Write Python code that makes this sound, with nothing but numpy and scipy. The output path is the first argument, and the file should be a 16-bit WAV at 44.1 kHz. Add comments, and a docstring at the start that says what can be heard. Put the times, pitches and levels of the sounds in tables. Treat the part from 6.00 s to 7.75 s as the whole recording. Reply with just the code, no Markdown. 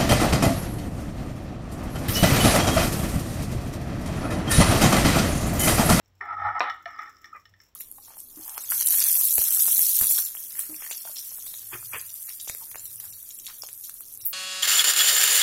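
"""Ladle and peanuts in a pan

A small kitchen, one close microphone at the stove: a steel ladle scrapes a coated frying pan, pushes
roasted peanuts, clanks on the wall and scoops. Dense random slips and single knocks ring tuned modes;
the nuts tick as short high tones with a noise snap, and dry skins rustle in clicks. Oil fizzes as noise
pulsed by tiny pops, the hob hums as a wavering sine, and a short noise tail gives the room.
"""
import sys
import numpy as np
from scipy import signal
from scipy.fft import rfft, irfft
from scipy.io import wavfile
from scipy.ndimage import uniform_filter1d, map_coordinates

SR = 44100
rng = np.random.default_rng(int(sys.argv[2]) if len(sys.argv) > 2 else 0)


def master(y):
    """Save y as 16-bit WAV."""
    cut = np.clip(np.atleast_2d(y).T, -1, 1)
    pcm = np.round(cut * 32767)  # scale
    wavfile.write(sys.argv[1], SR, pcm.astype(np.int16))


N = 77175  # samples, 1.75 s


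def undb(db):
    """Decibels to gain."""
    return 10 ** (np.asarray(db) / 20)


def unit(x):
    """Scale to rms 1."""
    return x / np.sqrt(np.mean(x ** 2) + 1e-18)


def clock():
    """Time in seconds."""
    return np.arange(N) / SR


def noise():
    """White noise."""
    return rng.standard_normal(N)


def curve(times, db):
    """Gain along a level curve, straight in dB between its points."""
    return undb(np.interp(clock(), times, db))


def fall(t60):
    """Exponential decay by 60 dB in t60 seconds."""
    return np.exp(-np.log(1000) * clock() / max(t60, 1e-4))


def at(x, start):
    """Delay a sound to its start time in seconds."""
    return np.concatenate([np.zeros(max(int(start * SR), 0)), x])[:N]


def through(x, response):
    """Drive a resonator or room by convolution."""
    return signal.fftconvolve(x, response)[:N]


def bandpass(x, low_hz, high_hz):
    """Keep one band of frequencies."""
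    return signal.sosfilt(signal.butter(3, [low_hz, high_hz], "band", fs=SR, output="sos"), x)


def colour(x, points):
    """Shape the spectrum by (frequency [Hz], level [dB]) points; rms 1."""
    hz, db = np.array(points).T
    f = np.maximum(np.arange(N // 2 + 1) * SR / N, 1)
    gain = undb(np.interp(np.log(f), np.log(hz), db))
    return unit(irfft(rfft(x) * gain, N))


def clicks(rate, spread_db):
    """Random clicks of unequal size and either sign, at a mean rate per second; rms 1."""
    chance = rng.random(N)
    size = rng.exponential(size=N)
    sign = rng.choice([-1, 1], N)
    return unit((chance < rate / SR) * sign * undb(spread_db * np.minimum(size, 4)))


SLIPS_PER_S, SLIP_SPREAD_DB = 1000, 4


def dense_clicks():
    """Clicks at twice the rate of the scraping slips."""
    return clicks(SLIPS_PER_S * 2, SLIP_SPREAD_DB)


def ring(modes, damping=1):
    """Decaying modes after one blow; damping divides every decay time."""
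    t = clock()
    return sum(undb(db) * fall(t60 / damping) * np.sin(2 * np.pi * hz * t) for hz, db, t60 in modes)


# Close to the pan, colour of fizz and dry skins: (frequency [Hz], relative level [dB])
FIZZ_COLOUR = [(2500, -4.5), (4700, -17), (5400, 11), (6300, -4), (7600, 1.5), (9400, -30.5), (10400, -13),
               (12600, -4), (15800, -1.5)]
# Close over the oil, its fizz from start to end: (time [s], level [dB])
FIZZ_LEVEL = [(0, -78.5), (.4, -74.5), (.7, -72), (.8, -69), (1.08, -65.5), (1.13, -65), (1.26, -70),
              (1.4, -67), (1.55, -77.5), (1.62, -61.5), (1.75, -78)]


def oil(pop_t60=0.024, hiss=0.24):
    """Tiny pops of hot oil pulse a noise over a soft hiss, along a set level curve."""
    pops = unit(through(clicks(160, 5) ** 2, fall(pop_t60)))
    fizz = noise() * np.sqrt(np.abs(pops) + hiss ** 2)
    return colour(fizz, FIZZ_COLOUR) * curve(*np.array(FIZZ_LEVEL).T)


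HUM_HZ = 96.5
# Low hum under the pan: (time [s], level [dB])
HUM_LEVEL = [(0, -84), (.15, -62), (.28, -67), (.47, -43.5), (.62, -71), (1.38, -81), (1.53, -61.5),
             (1.68, -80), (1.75, -65)]
# Still air of the kitchen around the microphone: (frequency [Hz], relative level [dB])
AIR_COLOUR = [(20, -18), (60, 6), (160, -7), (1000, -15), (2200, -18), (4000, -22.5), (9000, -42)]
AIR_DB = -70


def hob(waver=0.036, rumble_db=-10):
    """A low sine hum that swells and wavers in pitch, with a rumble under it, and still air."""
    drift = colour(noise(), [(12, 0), (40, -40), (200, -90)])
    cycles = np.cumsum(HUM_HZ * (1 + waver * drift)) / SR
    hum = np.sqrt(2) * np.sin(2 * np.pi * cycles)
    rumble = colour(noise(), [(20, -24.5), (55, 1.5), (160, -8), (600, -51.0)])
    low = (hum + undb(rumble_db) * rumble) * curve(*np.array(HUM_LEVEL).T)
    return low + undb(AIR_DB) * colour(noise(), AIR_COLOUR)


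TICK_HZ, TICK_T60_S = 5514, 0.014
# Close to the pan, nuts against the steel: (time [s], level before the lowpass [dB])
TICKS = [(0.059, -53.5), (0.5955, -27.5), (.606, -37), (1.021, -44), (1.079, -56), (1.168, -46),
         (1.257, -39), (1.637, -54)]


def nuts(snap_db=-8, snap_top_hz=7500):
    """Hard little ticks: a short high ring and a snap of dry skin, softened by a lowpass."""
    tone = np.sin(2 * np.pi * TICK_HZ * clock()) * (1 - fall(0.0014))
    ticks = np.zeros(N)
    for start, db in TICKS:
        snap = undb(snap_db) * colour(noise(), FIZZ_COLOUR)
        ticks += at(undb(db) * fall(TICK_T60_S) * (tone + snap), start)
    return signal.sosfilt(signal.butter(2, min(snap_top_hz, .4 * SR), fs=SR, output="sos"), ticks)


# Bands of ladle and pan, in order bass, pan body, ladle bowl, ladle overtones, edge, zing:
# (low edge [Hz], high edge [Hz])
REGISTERS = [(200, 500), (660, 1050), (1120, 1460), (1650, 2380), (2850, 4400), (5100, 6200)]
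# Ladle resting on the pan, undamped: (frequency [Hz], relative level [dB], t60 [s])
LADLE_MODES = [(295, 7, 0.03), (365, 2.5, .04), (470, -1.5, 0.058), (775.5, 14, 0.062), (831, 9, 0.21),
               (916, 13.5, .07), (1189, -6, 0.11), (1295, 18, 0.054), (1395, -3, 0.099), (1773, 6, 0.087),
               (1848.6, 11, .06), (1953, 7, 0.029), (2073, 2, 0.068), (2184, -3.5, 0.031),
               (3020, 4.5, 0.027), (3460, 5.5, 0.023), (3800, -2.5, 0.015), (4190, -6, 0.014),
               (5380, 14.5, 0.044), (5550, -2.5, 0.029), (5750, 0.5, 0.039)]


def registers(damping=1):
    """The ring of ladle and pan, one response of nearby modes for each register."""
    responses = []
    for low, high in REGISTERS:
        modes = [mode for mode in LADLE_MODES if low * .95 <= mode[0] < high * 1.05]
        responses.append(bandpass(ring(modes, damping), low, high))
    return responses


KNOCK_DAMPING, KNOCK_GRIT_DB, KNOCK_GRIT_S = 1.74, -2, 0.0083  # grit falls to 1/e in KNOCK_GRIT_S
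KNOCK_DB = -2  # trim on all knocks in the mix
# Ladle knocks close to the microphone, drive of each register before the trim:
# (time [s], ladle bowl [dB], overtones [dB], edge [dB], zing [dB])
KNOCKS = [(.2098, -41, -39, -66, -65), (.6980, -41, -39, -46, -49), (.8565, -48, -39, -49, -59),
          (.9890, -38, -42, -63, -60), (1.2432, -58, -48, -58, -56), (1.4540, -64, -61, -61, -62),
          (1.5380, -74, -61, -72, -71), (1.6015, -72, -57, -73, -59)]


def knocks():
    """Each knock is one push and a short burst of grit; the contact point sets the colour."""
    rings = [r / np.sqrt(np.mean(r[:SR // 50] ** 2)) for r in registers(KNOCK_DAMPING)[2:]]
    drive = np.zeros((len(rings), N))
    for start, *levels_db in KNOCKS:
        grit = noise() * np.exp(-clock() / KNOCK_GRIT_S)
        impulse = clock() == 0
        push = grit / np.linalg.norm(grit) * undb(KNOCK_GRIT_DB) + impulse
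        drive += undb(levels_db)[:, None] * at(push, start)
    onset = 1 - fall(0.0029)
    return undb(KNOCK_DB) * sum(through(d, r * onset) for d, r in zip(drive, rings))


CRUNCH_DB, CRUNCH_T60_S = -2.5, 0.074  # level against the zing drive of the knock


def crunch():
    """Every knock jostles the nuts: their dry skins rustle for a moment."""
    out = np.zeros(N)
    for start, *_, zing_db in KNOCKS:
        rustle = colour(dense_clicks(), FIZZ_COLOUR) * fall(CRUNCH_T60_S)
        out += at(undb(zing_db + CRUNCH_DB) * rustle, start)
    return out


LANDING_T60_S = 0.081
# Ladle down on the pan floor: (time [s], level before the soft onset [dB], frequency [Hz])
LANDINGS = [(.211, -44.5, 412.4), (.858, -29, 691)]


def landings():
    """The pan floor gives one low note, with a soft onset, when the ladle comes down on it."""
    onset = 1 - fall(0.026)
    return sum(at(ring([(hz, db, LANDING_T60_S)]) * onset, start) for start, db, hz in LANDINGS)


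FADE_S = 0.0099
# Ladle strokes close to the pan, a push, a slide up the wall, a scoop:
# (time [s], scraping level in the ladle bowl [dB])
PUSH = [(0.214, -38.5), (0.257, -38), (0.274, -38.5), (0.344, -34.5), (0.359, -54), (0.386, -35),
        (0.448, -31.5), (0.453, -26), (0.488, -29), (0.54, -39), (0.562, -28), (0.593, -34.5)]
SLIDE = [(0.638, -32.5), (0.697, -31.5), (.735, -44.5), (.79, -49), (0.846, -61.5)]
SCOOP = [(.868, -44), (0.976, -49), (0.998, -37), (1.055, -48), (1.073, -43), (1.113, -57), (1.206, -66.5),
         (1.255, -55.5), (1.323, -61)]
# Colour of push, slide and scoop against the ladle bowl:
# (bass [dB], pan body [dB], overtones [dB], edge [dB], zing [dB])
STROKE_COLOUR = [(-30.5, -7.5, -8.5, -31.5, -34.5), (-29, -12.5, -6.5, -18.5, -31.5),
                 (-22.5, -17.5, -4, -22.5, -15.5)]
# Growth of those same five registers: (level per scraping level [dB/dB])
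GROWTH = [0.23, 1.417, 1.084, 0.83, 0.62]


def stroke(table, offsets, rings):
    """Dense slips ring each register at a wandering pitch; each grows with pressure at its own rate."""
    times, db = np.array(table).T
    gate = np.interp(clock(), [times[0] - FADE_S, times[0], times[-1], times[-1] + FADE_S], [0, 1, 1, 0])
    mean_db = db.mean()
    levels = [mean_db + offset + growth * (db - mean_db) for offset, growth in zip(offsets, GROWTH)]
    levels.insert(2, db)  # the ladle bowl follows the scraping level itself
    slips = clicks(SLIPS_PER_S, SLIP_SPREAD_DB)
    out = np.zeros(N)
    for response, level in zip(rings, levels):
        wander = unit(uniform_filter1d(noise(), size=900))
        positions = np.cumsum(1 + .02 * wander)  # uneven reading speed bends the pitch
        rub = unit(map_coordinates(through(slips, response), [positions], mode="mirror"))
        # even out the loudness over about 20 ms, so that the curve sets it
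        steady = np.sqrt(np.abs(uniform_filter1d(rub ** 2, size=900)) + .01)
        out += rub / steady * curve(times, level)
    return out * gate


def scrape():
    """The three strokes of the ladle ring the same ladle and pan."""
    rings = registers()
    return sum(stroke(table, offsets, rings)
               for table, offsets in zip([PUSH, SLIDE, SCOOP], STROKE_COLOUR))


CHIRP_HZ, CHIRP_WIDTH_S = 1284, 0.0042  # width from the peak down to 1/e
# Friction chirps close to the pan: (time of peak [s], level [dB])
CHIRPS = [(.3, -32), (.3135, -28), (.3285, -23.5), (.371, -28), (1.3335, -33)]


def chirps():
    """Friction briefly locks onto the note of the ladle bowl: one sine in short swells."""
    t = clock()
    swells = sum(undb(db) * np.exp(-((t - peak) / CHIRP_WIDTH_S) ** 2) for peak, db in CHIRPS)
    return swells * np.sin(2 * np.pi * CHIRP_HZ * t)


CLANK_S, CLANK_DB, CHATTER_T60_S = .6056, -20, .17
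CRACK_HZ, CRACK_S, CRACK_DB = 1450, 0.00064, -6.5  # envelope tops out at half CRACK_S, half of CRACK_DB gain
# Pan wall struck hard, before the clank level: (frequency [Hz], relative level [dB], t60 [s])
WALL_MODES = [(492.6, -22, 0.18), (739, -19, 0.13), (746, -8, 0.24), (973, -8, 0.23), (1035.3, -2, 0.13),
              (1219.4, -1.5, 0.098), (1764, -1.5, 0.025), (1720, -9.5, 0.052), (2016, -7, 0.12),
              (2415, 2.5, 0.025), (2880, -36, 0.026), (3787, 0.5, 0.011)]


def clank(chatter_db=-9):
    """The ladle hits the pan wall: a crack, the ring of the wall, and chatter as it rebounds."""
    t = clock()
    envelope = t / CRACK_S * np.exp(1 - t / CRACK_S * 2)
    crack = undb(CRACK_DB) * np.sin(2 * np.pi * CRACK_HZ * t) * envelope
    wall = bandpass(undb(CLANK_DB) * ring(WALL_MODES) + crack, 450, 4000)
    chatter = colour(dense_clicks(), [
        (100, -24.5), (200, -7.5), (680, 10.5), (900, 9.5), (2400, 4.0), (3100, 0),
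        (3900, -1.5), (4700, -13), (5500, -4.5), (6500, -29.5), (8800, -28.5), (9600, -59.5)])
    return at(wall + undb(CLANK_DB + chatter_db) * chatter * fall(CHATTER_T60_S), CLANK_S)


SHUDDER_HZ, SHUDDER_SAG_HZ_PER_S = 1271, 3200
SHUDDER_ROUGH, SHUDDER_RUB_DB = .02, -8  # rms pitch wobble as a fraction; rub against the squeak
# Ladle shuddering to a stop, close to the pan: (time [s], length [s], level [dB])
SHUDDER = (1.338, 0.043, -43)


def shudder(octave_db=-9):
    """A brief stick-slip squeak that sags in pitch as the ladle stops."""
    start, length, db = SHUDDER
    t = np.minimum(clock(), length)
    wobble = unit(uniform_filter1d(noise(), size=60))
    pitch = (SHUDDER_HZ - SHUDDER_SAG_HZ_PER_S * t) * (1 + SHUDDER_ROUGH * wobble)
    phase = 2 * np.pi * np.cumsum(pitch) / SR
    squeak = np.sin(phase) + undb(octave_db) * np.sin(2 * phase)
    rub = colour(noise(), [(150, -16), (1150, -3), (2100, 3), (2900, -22), (12000, -60)])
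    swell = np.sin(np.pi * t / length)
    return at(undb(db) * swell * (squeak + undb(SHUDDER_RUB_DB) * rub), start)


ROOM_T60_S, ROOM_DB, ROOM_GAP_S = 0.19, -8, .004


def kitchen(x):
    """Close tiled walls add a short tail of decaying noise after a small gap."""
    walls = colour(noise(), [(100, 1.0), (500, -2.5), (4000, -3.5), (12000, -5.5)])
    tail = at(walls * fall(ROOM_T60_S), ROOM_GAP_S)
    return x + undb(ROOM_DB) * through(x, tail / np.linalg.norm(tail))


def scene():
    """Ladle, nuts and oil in the kitchen, over the hum."""
    ladle = knocks() + landings() + scrape() + chirps() + clank() + shudder()
    pan = oil() + nuts() + crunch() + ladle
    return (kitchen(pan) + hob())[None]


TOP_HZ = 15700


def record(dry):
    """The recorder cuts the top with a steep lowpass."""
    return signal.sosfilt(signal.ellip(10, .2, 70, TOP_HZ, fs=SR, output="sos"), dry)


dry = scene()
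out = record(dry)
master(out)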